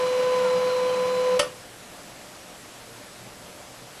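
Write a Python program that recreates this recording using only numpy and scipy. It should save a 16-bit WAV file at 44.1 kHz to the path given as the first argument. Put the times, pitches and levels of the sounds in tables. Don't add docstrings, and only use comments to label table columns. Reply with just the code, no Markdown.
import sys
import numpy as np
from scipy import signal
from scipy.fft import rfft, irfft, next_fast_len
from scipy.io import wavfile
from scipy.ndimage import uniform_filter1d, map_coordinates

SR = 44100
rng = np.random.default_rng(int(sys.argv[2]) if len(sys.argv) > 2 else 0)


def dump(signal):
    limited = np.clip(np.atleast_2d(signal).T, -1, 1)
    pcm = np.round(limited * 32767).astype(np.int16)
    wavfile.write(sys.argv[1], SR, pcm)


N = 176400

TURN_HZ, STEPS_PER_TURN = 21.0, 24
STOP_S, GEAR_T60_S, HUM_T60_S = 1.374, 0.23, 0.41


def amp(db):
    return 10 ** (np.asarray(db) / 20)


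def unit(x):
    return x / np.sqrt(np.mean(x ** 2) + 1e-20)


def along(points, hz):
    f, v = np.transpose(points)
    return np.interp(np.log(hz + 1), np.log(f + 1), v)


def clock():
    return np.arange(N) / SR


def curve(rows):
    columns = np.transpose(rows)
    return np.interp(clock(), columns[0], columns[-1])


def wobble(rate):
    return map_coordinates(rng.standard_normal(N // 16), [clock() * rate], mode="wrap")


def filtered(x, response):
    size = next_fast_len(len(x) + SR // 4)
    return irfft(rfft(x, size) * response(np.fft.rfftfreq(size, 1 / SR)), size)[:len(x)]


def coloured(x, spectrum):
    return unit(filtered(x, lambda f: amp(along(spectrum, f))))


def resonance(f, centre, width):
    return 1 / (1 + (2 * (f - centre) / width) ** 2)


def narrow(hz, width, db):
    return amp(db) * unit(filtered(rng.standard_normal(N), lambda f: resonance(f, hz, width)))


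def running(t60, drop_db=2.5, drop_s=0.0055):
    since = np.maximum(clock() - STOP_S, 0)
    return amp(-drop_db * np.minimum(since / drop_s, 1) - 60 * since / t60)


def drive(flutter_rate=70, jitter_turns=0.00035, hum_flutter_db=0.7, gear_flutter_db=1.6):
    # time in seconds, an unused pitch in Hz, level in dB.
    hum_levels = [(0.02, 502.3, -25), (0.034, 502.3, -23.5), (0.572, 502.3, -21.5), (0.598, 502.3, -23.5),
                  (1.158, 502.3, -24.5), (1.37, 502.3, -21)]
    # multiple of the turning rate, relative level in dB.
    orders = [ (9, -54), (37, -56), (41, -56), (47, -53), (48, -37), (52, -53), (57, -55), (61, -57),
              (72, -56), (97, -55), (109, -54), (119, -55), (120, -57), (139, -54), (140, -55), (143, -58),
              (192, -48)]
    turns = TURN_HZ * clock() + jitter_turns * wobble(flutter_rate)
    tone = lambda k: np.sqrt(2) * np.sin(2 * np.pi * (k * turns + rng.random()))
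    hum = amp(curve(hum_levels) + hum_flutter_db * wobble(flutter_rate)) * tone(STEPS_PER_TURN)
    gears = sum(amp(db + 0.5 + gear_flutter_db * wobble(flutter_rate)) * tone(k) for k, db in orders)
    return hum * running(HUM_T60_S) + gears * running(GEAR_T60_S)


def gear_whir(repeat_share=0.31, pulse_depth=0.094, grain_db=0.94):
    # frequency in Hz, relative level in dB.
    spectrum = [(30, -30), (110, -7.5), (180, 0), (260, -5.5), (400, -1), (560, 6), (720, -2), (1000, 1.5),
                (1350, -2), (1600, -4), (2900, -6), (3700, -11), (5500, -11.5), (8000, -20), (12500, -26.5)]
    # time in seconds, level in dB.
    whir_levels = [(0, -34.5), (.45, -34), (.7, -35), (1.25, -36), (1.37, -35)]
    # time in seconds, relative level in dB.
    drone_levels = [(0, -43), (.22, -59), (.42, -42), (.5, -40), (.62, -43), (.7, -48.5), (1.37, -52)]
    looped = np.resize(rng.standard_normal(round(SR / TURN_HZ)), N)
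    rub = np.sqrt(repeat_share) * looped + np.sqrt(1 - repeat_share) * rng.standard_normal(N)
    pulse = 1 + pulse_depth * np.sin(2 * np.pi * TURN_HZ * STEPS_PER_TURN * clock())
    grain = amp(grain_db * wobble(200))
    whir = amp(curve(whir_levels)) * coloured(rub * pulse * grain, spectrum)
    drone = narrow(hz=184.5, width=23, db=curve(drone_levels) - 1)
    return (whir + drone) * running(GEAR_T60_S)


def fan(rush_db=-44, patchy_db=0.96):
    # frequency in Hz, relative level in dB.
    spectrum = [(25, -15), (50, -7.5), (85, -10), (125, -3), (150, -6.5), (200, -5), (330, -4.5), (440, -7),
                (600, -3.5), (800, -7), (1500, -9), (3000, -12.5), (6500, -15.5), (8000, -19),
                (9000, -17.5), (12500, -20)]
    # centre in Hz, width in Hz, level in dB.
    tones = [(119.6, 13, -62), (181.3, 14, -64), (470, 12, -63), (529, 18, -65.5), (599, 7.5, -58.5),
             (720, 9.7, -62.5)]
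    bands = signal.stft(rng.standard_normal(N), nperseg=512)[2]
    patches = uniform_filter1d(rng.standard_normal(bands.shape), 8, axis=0)
    patches = uniform_filter1d(patches, 12, axis=1)
    air = signal.istft(bands * amp(patchy_db * unit(patches)), nperseg=512)[1][:N]
    return amp(rush_db) * coloured(air, spectrum) + sum(narrow(*row) for row in tones)


def electrical_whine():
    # centre in Hz, width in Hz, level in dB.
    bands = [(7559, 5, -66), (7855, 5, -70), (7881, 5, -69), (7750, 450, -65), (10850, 300, -70)]
    return sum(narrow(*row) for row in bands)


def room(x):
    # frequency in Hz, seconds to fall by 60 dB.
    decay = [(200, 0.52), (1000, 0.35), (4000, .24), (11000, 0.2)]
    hz, t, bands = signal.stft(rng.standard_normal(SR // 2), SR, nperseg=256)
    tail = signal.istft(bands * amp(-60 * t / along(decay, hz)[:, None]), SR, nperseg=256)[1]
    return signal.fftconvolve(x, np.pad(tail, (SR // 200, 0)) / np.linalg.norm(tail))[:N]


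def coasting_motor(coast_s=0.37, from_hz=505, fall_hz_per_s=465, floor_db=-12, wet_db=-4):
    # multiple of its pitch, level in dB ahead of the casing.
    orders = [(2, -44), (3, -46), (4, -48), (12, -48)]
    # centre in Hz, width in Hz, gain in dB.
    peaks = [(955, 80, 11), (1370, 140, 7), (2280, 120, 3), (3120, 200, 10), (4160, 240, 7), (4980, 180, 0)]
    since = np.maximum(clock() - coast_s, 0)
    hz = np.maximum(from_hz - fall_hz_per_s * since, 0)
    phase = 2 * np.pi * np.cumsum(hz) / SR
    casing = lambda f: amp(floor_db) + sum(amp(db) * resonance(f, mid, width) for mid, width, db in peaks)
    tones = sum(amp(db) * casing(k * hz) * np.sin(k * phase) for k, db in orders)
    tones *= np.sqrt(hz / from_hz)
    return tones + amp(wet_db) * room(tones)


def latch_clunk(crack_db=-3, crack_t60_s=0.029, wet_db=-5.5, ring_s=1.395, ring_db=-15.5, attack_s=0.0011):
    # start in seconds, relative level in dB, low-pass cutoff in Hz.
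    contacts = [(1.3924, -21.5, 12000), (1.3939, -13.5, 12000), (1.3963, -10.5, 4000),
                (1.3998, -19.5, 3000), (1.403, -18.5, 2500), (1.411, -26, 1800), (1.431, -25.5, 1400)]
    # frequency in Hz, relative level in dB.
    spectrum = [(100, -22), (300, -15), (580, -4), (760, -15.5), (1300, -0.5), (1580, -11.5), (1900, -5),
                (2450, -7), (3100, -1), (3900, -15), (4600, -4.5), (7000, -14.5), (10000, -6.5),
                (12500, -26)]
    # frequency in Hz, relative level in dB, seconds to fall by 60 dB.
    modes = [(578.5, 0, 0.18), (1300, -9.5, 0.14), (1820, -18, .22), (1875, -20, 0.2), (2220, -7.5, .06),
             (2620, -17, 0.078), (3060, -7.5, 0.092), (4610, -15, 0.12), (5290, -25, .12),
             (6330, -11, 0.055), (7900, -21, 0.068), (9340, -28, .07), (10400, -24, 0.045)]
    cracks = np.zeros(N)
    for start, db, cutoff in contacts:
        age = clock() - start
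        colour = lambda f: amp(along(spectrum, f)) / np.hypot(1, f / cutoff)
        noise = unit(filtered(rng.standard_normal(N), colour))
        cracks += amp(db + crack_db - 60 * np.abs(age) / crack_t60_s) * (age >= 0) * noise
    age = np.maximum(clock() - ring_s, 0)
    ring = sum(amp(db - 60 * age / t60) * np.sin(2 * np.pi * (hz * age + rng.random()))
               for hz, db, t60 in modes)
    attack = 1 - np.exp(-age / attack_s)
    return cracks + amp(wet_db) * room(cracks) + amp(ring_db) * attack * ring


def scene():
    return (drive() + gear_whir() + coasting_motor() + latch_clunk() + fan() + electrical_whine())[None]


def record(dry):
    top_hz = 12580
    return np.array([filtered(x, lambda f: 1 / (1 + (f / top_hz) ** 260)) for x in dry])


dry = scene()
out = record(dry)
dump(out)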